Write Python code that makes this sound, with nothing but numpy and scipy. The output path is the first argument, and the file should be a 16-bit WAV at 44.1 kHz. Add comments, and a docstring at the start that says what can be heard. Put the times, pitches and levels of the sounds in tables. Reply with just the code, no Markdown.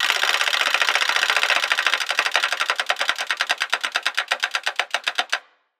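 """Wind-up chattering jaw

A wind-up plastic jaw chatters on a wooden table, slower as its spring runs down. In each turn the cam catches
the jaw and lifts it, lets it slip, the teeth bite shut and the toy bounces. Noisy forces and clicks ring the
modes of shell and table top, with snaps and rustle heard directly; blurred, dying noise is the large room's
faint answer."""
import sys
import numpy as np
from scipy import signal
from scipy.fft import rfft, irfft, next_fast_len
from scipy.io import wavfile
from scipy.ndimage import uniform_filter1d

SR = 44100
rng = np.random.default_rng(int(sys.argv[2]) if len(sys.argv) > 2 else 0)


def digitize_waveform(pressure):
    """Quantize a signal to 16-bit integers and store it at the path in sys.argv[1].

    Rows of a 2-D input are taken as channels; values are limited to [-1, 1].
    """
    field = np.atleast_2d(pressure).T
    bounded = np.clip(field, -1, 1)
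    quanta = np.round(bounded * 32767).astype(np.int16)
    wavfile.write(sys.argv[1], SR, quanta)


N = 255427
SIZE = 16384  # length of one contact with its ringing [samples]
T = np.arange(SIZE // 2) / SR  # time since a contact [s]


def amp(db):
    """Decibels to gain."""
    return 10 ** (np.asarray(db) / 20)


def along(points, hz):
    """Curve through (frequency [Hz], value) points on a log frequency axis."""
    f, v = np.transpose(points)
    return np.interp(np.log(hz + 1), np.log(f + 1), v)


def dying_noise(count, size, decays):
    """Rows of noise starting at rms 1, each frequency dying at its own speed."""
    hz, t, bins = signal.stft(rng.standard_normal((count, size)), SR, nperseg=128)
    fade = amp(-60 * t / along(decays, hz)[:, None])
    return signal.istft(bins * fade, SR, nperseg=128)[1][:, :size]


def filtered(x, response):
    """Filter x by a gain curve over frequency."""
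    m = next_fast_len(N + SR // 2)
    return irfft(rfft(x, m) * response(np.fft.rfftfreq(m, 1 / SR)), m)[..., :N]


# decay of the large room: (frequency [Hz], time to fall 60 dB [s])
HALL_DECAY = [(150, .65), (400, .9), (1000, .78), (2800, .75), (7000, .55), (15000, .3)]
# tone of the room's answer: (frequency [Hz], level [dB])
HALL_COLOUR = [(100, -32.5), (200, -10.5), (330, -12.5), (500, -7.5), (1000, -1.5), (1600, -4), (2600, -10),
               (4000, -12), (7000, -32), (15000, -68.5)]


def hall(x):
    """The far walls hear the toy from all sides, its modes blurred, and answer late, dull and long."""
    blurred = np.abs(x) * rng.standard_normal(N)
    late = np.pad(blurred, (900, 0))  # about 20 ms
    tail = dying_noise(1, SR, HALL_DECAY)[0]
    wet = signal.fftconvolve(late, tail / np.linalg.norm(tail))[:N]
    return filtered(wet, lambda hz: amp(along(HALL_COLOUR, hz)))


def contact_gate():
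    """Envelope of a contact: a 1.9 ms rise, then a 9 dB drop as a gate closes after about 84 ms."""
    close_s, blend_s = 0.084, 0.0055
    return amp(-9 / (1 + np.exp((close_s - T) / blend_s))) * np.clip(T / 0.0019, 0, 1) ** 2


# colour of the loose parts: (frequency [Hz], level [dB])
RUSTLE_COLOUR = [(300, -43.5), (1000, -21), (2500, 5.5), (3700, 5.5), (5200, -9), (7500, -6.5), (9500, -14),
                 (12000, -18.5), (15000, -20.5)]


def rustle(count, rustle_s, crack_db):
    """Loose parts: coloured noise, a bright crack and a rustle that each die away exponentially."""
    colour = amp(along(RUSTLE_COLOUR, np.fft.rfftfreq(len(T), 1 / SR)))
    noise = irfft(rfft(rng.standard_normal((count, len(T)))) * colour, len(T))
    fade = amp(-60 * T / rustle_s) + amp(crack_db - 60 * T / 0.027)
    return fade * contact_gate() * noise / noise.std()


# first knock of a contact and its quick repeats: (delay [s], level [dB])
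KNOCKS = [(.0007, 0), (.0026, -6), (.0044, -8)]


def snaps(snap_db):
    """Hard parts knock: short 2.2 kHz pulses, their delays and levels scattered."""
    out = np.zeros((len(snap_db), 512))
    for delay, db in KNOCKS:
        late, louder = rng.standard_normal((2, len(snap_db), 1))
        u = T[:512] - delay * (1 + 0.074 * late)
        knock = -np.exp(-(u / .00024) ** 2) * np.cos(2 * np.pi * 2200 * u + .8)
        out += amp(snap_db[:, None] + db + 1.5 * louder) * knock
    return out


def repeated(rows):
    """Noise rows that share part of the first row, as the same parts meet each turn."""
    alike = .5  # share of the power that repeats
    return np.sqrt(alike) * rows[0] + np.sqrt(1 - alike) * rows[1:]


# shiver after a contact: (frequency [Hz], time to fall 60 dB [s])
SHIVER_DECAY = [(150, 0.053), (500, 0.16), (1500, 0.13), (4000, 0.073), (6000, 0.079), (8600, 0.047),
                (15000, 0.023)]


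def contact_force(count, click_db, scrape_s, shiver_db):
    """Parts scrape and shiver against each other as dying noise, with one sharp click."""
    force = repeated(rng.standard_normal((count + 1, len(T)))) * amp(-60 * T / scrape_s)
    force += amp(shiver_db) * repeated(dying_noise(count + 1, len(T), SHIVER_DECAY))
    # the force comes in tiny uneven rattles, each under a millisecond long
    rattle_db = 3 * np.repeat(rng.standard_normal((count, len(T) // 32)), 32, axis=1)
    force *= contact_gate() * amp(rattle_db)
    force[:, 20] -= amp(click_db)
    return force


# modes of table top and shell: (frequency [Hz], width [Hz], bite level [dB], slip level [dB],
# catch level [dB], change from start to end as the toy turns away [dB])
BODY_MODES = [(130, 13, -41, -63.5, -52, -4), (241.3, 8.5, -25, -36.5, -22, -3),
              (361, 17, -20, -64.5, -37, -5.5), (431.8, 19, -14.5, -31, -30.5, -10.5),
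              (518.8, 28, -12, -33, -20.5, 0), (586, 45.3, -8.5, -60, -33.5, -3),
              (731, 40.3, -11.5, -13, -25, 5), (803.4, 66, -12, -5.5, -20, 3),
              (1017, 85, -7.5, -16.5, -4, -3), (1177, 31, -1, -22, -3.5, -7.5),
              (1352, 113, -2.5, 0, -6.5, -1), (1584, 159, -5, 2, -3.5, 4), (1899, 82, -1, 2.5, 3, -2.5),
              (2146, 160, -3.5, -11, -6, -6), (2560, 233, -2.5, -11.5, -5.5, -4),
              (3074, 300, -8.5, -0.5, -0.5, -2), (3630, 280, -10.5, -1, -4.5, 4),
              (4027, 244, -14.5, -10.5, -4.5, 3.5), (4806, 144, -17.5, -2.5, -11.5, 4.5),
              (5550, 204, -15.5, -6, -9.5, -8.5), (5997, 110, -22.5, -10.5, -18.5, 5),
              (6410, 130, -23, -25, -17.5, -0.5), (6995, 150, -27, -10, -11, -12.5),
              (8474, 305, -27, -19.5, -34.5, 3.5), (10320, 310, -35.5, -16, -25, -9),
              (13150, 520, -46.5, -32, -16.5, -43), (13600, 910, -65, -20, -21.5, -10.5),
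              (15000, 800, -51.5, -43, -27, -33.5)]


def body_ring(force, s, treble_db, thump_db, strength_db):
    """Shell and table top ring in damped modes under the force; each contact starts at rms 1."""
    hz, width, turn_db = np.array(BODY_MODES)[:, [0, 1, 5]].T
    # every contact lands a little differently, so the modes change strength
    landing_db = 1.5 * rng.standard_normal((len(s), len(hz)))
    mode_db = strength_db + np.outer(s * SR / N, turn_db) + landing_db
    mode_db += np.outer(treble_db, hz > 4400) + np.outer(thump_db, hz < 900)
    decay = np.exp(-np.pi * np.outer(width, T))
    rings = (width / SR)[:, None] * decay * np.sin(2 * np.pi * np.outer(hz, T))
    sign = (-1.) ** np.arange(len(hz))  # neighbouring modes swing in opposite senses
    body = (amp(mode_db) * sign) @ rings
    hits = irfft(rfft(force, SIZE) * rfft(body, SIZE), SIZE)
    return hits / np.sqrt(np.mean(hits[:, :260] ** 2, axis=1))[:, None]


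def contacts(s, level_db, treble_db, thump_db, strength_db, snap_db, click_db, scrape_s, shiver_db,
             rustle_db, rustle_s, crack_db):
    """A snap and a rustle heard directly, plus a click, a scrape and a shiver heard through the modes."""
    force = contact_force(len(s), click_db, scrape_s, shiver_db)
    hits = body_ring(force, s, treble_db, thump_db, strength_db)
    hits[:, :len(T)] += amp(rustle_db + treble_db)[:, None] * rustle(len(s), rustle_s, crack_db)
    hits[:, :512] += snaps(np.broadcast_to(snap_db, len(s)))
    out = np.zeros(N + SIZE)
    for start, gain, hit in zip(np.round(s * SR).astype(int), amp(level_db), hits):
        out[start:start + SIZE] += gain * hit
    return out[:N]


def spring_halvings():
    """How far the spring has run down at each turn: halvings of the full speed, 15 turns a second."""
    turn_s = np.gradient(np.transpose(BITES)[0])
    return np.log2(15 * uniform_filter1d(turn_s, size=5))


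def treble(full_speed_db, loss_db, level_db):
    """Treble over the contact level: it shifts with each halving of the speed and scatters by 1 dB."""
    halvings = spring_halvings()
    return full_speed_db - loss_db * halvings + rng.standard_normal(len(halvings)) - level_db


# further bounces outside the regular rebound: (time [s], level [dB])
EXTRA_BOUNCES = [(0.0127, -36), (0.2591, -24), (2.215, -28.5), (3.0033, -24), (3.1954, -27), (3.212, -28.5),
                 (4.0957, -39), (4.8215, -33)]


def bounces():
    """The toy rebounds about 16 ms after each bite, with further bounces outside the regular rebound."""
    bite_s, _, _, _, rebound_db = np.transpose(BITES)
    extra_s, extra_db = np.transpose(EXTRA_BOUNCES)
    rebound_s = bite_s + 0.016 + 0.0015 * rng.standard_normal(len(bite_s))
    s = np.append(rebound_s, extra_s)
    level_db = np.append(rebound_db, extra_db)
    return contacts(s, level_db, treble_db=np.full(len(s), -5.), thump_db=np.full(len(s), 1.5),
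                    strength_db=np.array(BODY_MODES)[:, 2], snap_db=10.0, click_db=12.5, scrape_s=0.027,
                    shiver_db=-7.0, rustle_db=-24.0, rustle_s=0.052, crack_db=6.0)


# the cam lets the jaw slip after catching and lifting it:
# (slip time [s], slip level [dB], catch level [dB])
SLIPS = [(0.0287, -16.5, -19.5), (0.087, -20.5, -22), (0.146, -21, -21.0), (0.2184, -18.5, -21.5),
         (0.2746, -20, -23.5), (0.3297, -20, -22), (0.3977, -21, -25.5), (0.4623, -19.5, -26.0),
         (0.5299, -17.5, -22.5), (0.5951, -19.5, -17.5), (0.657, -17.5, -30.5), (0.7302, -23.5, -22),
         (0.8016, -20.5, -26.0), (0.8723, -22, -22), (0.939, -22, -28), (1.0082, -18.5, -26),
         (1.078, -23, -20), (1.1487, -21.5, -21.5), (1.2155, -20, -19.5), (1.283, -23.5, -23.0),
         (1.3512, -22.5, -21.5), (1.4183, -20, -29.5), (1.4854, -21, -25.5), (1.5491, -23.5, -22.5),
         (1.6235, -20.5, -23.5), (1.7028, -22, -28.5), (1.7766, -21.5, -29.5), (1.851, -23.5, -25),
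         (1.9234, -21, -25.5), (2.002, -21, -28), (2.0909, -23.5, -33), (2.1752, -26, -29),
         (2.25, -23, -27.5), (2.342, -24, -32), (2.4267, -22.5, -24), (2.5112, -27, -28),
         (2.599, -21.5, -27), (2.6855, -26, -30.5), (2.7844, -28.5, -37), (2.8915, -25, -38.5),
         (2.991, -26, -36), (3.0808, -23, -28.5), (3.184, -24.5, -37), (3.2949, -30.5, -38),
         (3.3975, -26, -37), (3.495, -21, -36.5), (3.606, -25, -47.5), (3.7253, -24.5, -41.5),
         (3.8357, -22.5, -36.5), (3.9469, -25, -40), (4.0554, -27, -49.5), (4.174, -23, -36.5),
         (4.3083, -26, -41.5), (4.4264, -23.5, -37.0), (4.5393, -30.5, -36.5), (4.6633, -24, -38.5),
         (4.787, -34.5, -42), (4.935, -36, -47), (5.0663, -27, -38), (5.1818, -22.5, -35.0),
         (5.3243, -24, -49)]


def catches():
    """The cam catches the jaw ahead of each slip; the lift takes longer as the spring runs down."""
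    slip_s, _, level_db = np.transpose(SLIPS)
    lift_s = 0.0265 + 0.0032 * spring_halvings()
    catch_s = np.abs(slip_s - lift_s)  # never before the start
    return contacts(catch_s, level_db, treble(-23, 9, level_db), thump_db=np.zeros(len(catch_s)),
                    strength_db=np.array(BODY_MODES)[:, 4], snap_db=-14, click_db=13, scrape_s=0.033,
                    shiver_db=-8.5, rustle_db=-9.5, rustle_s=0.13, crack_db=6.0)


def slips():
    """The jaw slips off the cam with a short rustle; the faintest slips lose treble too."""
    slip_s, level_db, _ = np.transpose(SLIPS)
    treble_db = treble(-22, -2, np.maximum(level_db, -25))
    return contacts(slip_s, level_db, treble_db, thump_db=np.zeros(len(slip_s)),
                    strength_db=np.array(BODY_MODES)[:, 3], snap_db=-0.5, click_db=17.0, scrape_s=0.019,
                    shiver_db=-7.0, rustle_db=-8.5, rustle_s=0.012, crack_db=9.0)


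# teeth bite shut and the toy rebounds: (bite time [s], ring level [dB], snap level [dB],
# table thump over the ring [dB], rebound level [dB])
BITES = [(0.0437, -16, -15, -14.5, -28.5), (0.101, -18.0, -0.5, 3, -25), (0.1598, -19, -9.5, 9, -27.5),
         (0.2326, -16.5, -1.5, 8, -26), (0.2919, -19, 0, 11.5, -25.5), (0.3423, -15, -3.0, 3, -24),
         (0.4109, -14.5, -9.5, 5.0, -28.5), (0.4755, -17.0, -1, 8, -41), (0.542, -16.5, -9.5, 4.5, -39.5),
         (0.6104, -17, -1.5, 6.5, -22.5), (0.6692, -15.5, -11.5, 1.0, -28.5),
         (0.7431, -14.5, -1.5, 6.0, -23), (0.815, -14.0, -6, 5.0, -24.5), (0.8862, -17, -1, 6.5, -19),
         (0.9536, -16.0, 1, 5.5, -22.5), (1.0216, -17.5, -1, -0.5, -40.5),
         (1.091, -14.0, -10.5, 3.5, -22.5), (1.1612, -15, -3.5, 4.5, -28.5), (1.2285, -13.5, -22, 1.0, -29),
         (1.2968, -15.5, -3.5, 5.5, -24), (1.3644, -13.5, -4.0, 4, -24), (1.4321, -14.0, -5.5, 3, -22.5),
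         (1.4994, -16, -1, 7, -17.5), (1.5613, -13, -10, 3.5, -25.5), (1.6368, -17, -4, 4.5, -25),
         (1.7163, -14.5, -2.5, 3, -22), (1.7887, -14, -4, -1.5, -24.5), (1.8646, -12.0, -6.5, -1.0, -22.5),
         (1.9354, -15, 1, 0.5, -23.5), (2.0148, -19, -14, -9.0, -30), (2.1044, -17, -6, 5.5, -28),
         (2.1888, -12.5, -1.0, 2, -31), (2.2603, -16.0, -9, 3, -32), (2.3553, -16.0, 1, 9.5, -18.5),
         (2.4364, -16, -9, -1, -21), (2.5236, -16, -15, 3, -31), (2.6109, -15.5, -22, 0.5, -26),
         (2.6966, -14.0, -6.5, 4, -25), (2.795, -15.5, -9, 5.5, -35), (2.9016, -14.5, -2, 6, -31.5),
         (3.0123, -16.5, -11, 8, -25.5), (3.093, -15, -1.5, -1, -28), (3.205, -22.5, -21, 11.5, -28.5),
         (3.3048, -14.5, -12, -17, -25.5), (3.4085, -14.5, -8.5, -1, -27.5), (3.5073, -15, -3.5, 3.5, -30),
         (3.6186, -17, -5.5, -13.5, -26.5), (3.7343, -13.5, -4, 2.5, -32), (3.8455, -19, -4.5, -6, -24),
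         (3.9577, -14, -4, 4.0, -33), (4.064, -14.5, -14, -4.5, -26), (4.184, -15, -8.5, -5.5, -22.5),
         (4.3172, -15.5, -2.0, 8.5, -27.5), (4.437, -13, -7, 0, -27.5), (4.55, -15.5, -6.5, 0.5, -26.5),
         (4.672, -16.0, -6, 7.5, -32), (4.7946, -16.5, 1, 10, -31.5), (4.9435, -15, -7, 5.5, -28),
         (5.0755, -15, -12, 1.5, -29), (5.1905, -14.5, -3, 5, -27.5), (5.333, -15.5, -4.0, 3.5, -27.5)]


def bites():
    """The teeth snap shut and set shell and table ringing, with a table thump of its own strength."""
    bite_s, ring_db, snap_db, thump_db, _ = np.transpose(BITES)
    return contacts(bite_s, ring_db, treble(-11, 2.5, ring_db), thump_db,
                    strength_db=np.array(BODY_MODES)[:, 2], snap_db=snap_db - ring_db,
                    click_db=18.0, scrape_s=0.022,
                    shiver_db=-7.0, rustle_db=-27.0, rustle_s=0.23, crack_db=20.5)


def scene():
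    """The toy close by and the room behind it."""
    toy = bounces() + catches() + slips() + bites()
    return (toy + amp(-14.5) * hall(toy))[None]


# bass response: (frequency [Hz], level [dB])
BASS_RESPONSE = [(60, -14.5), (110, -0.5), (165, -7), (205, -9.5), (245, 0)]


def record(dry):
    """The bass is thin, peaks are rounded off and nothing above the band limit is kept."""
    top_hz = 16400
    thin = signal.sosfilt(signal.butter(2, 220, "high", fs=SR, output="sos"), dry)
    soft = thin / (1 + np.abs(thin) ** 8) ** (1 / 8)

    def response(hz):
        return amp(along(BASS_RESPONSE, hz)) * np.clip((top_hz - hz) / 1500, 0, 1) ** 2

    return filtered(soft, response)


dry = scene()
out = record(dry)
digitize_waveform(out)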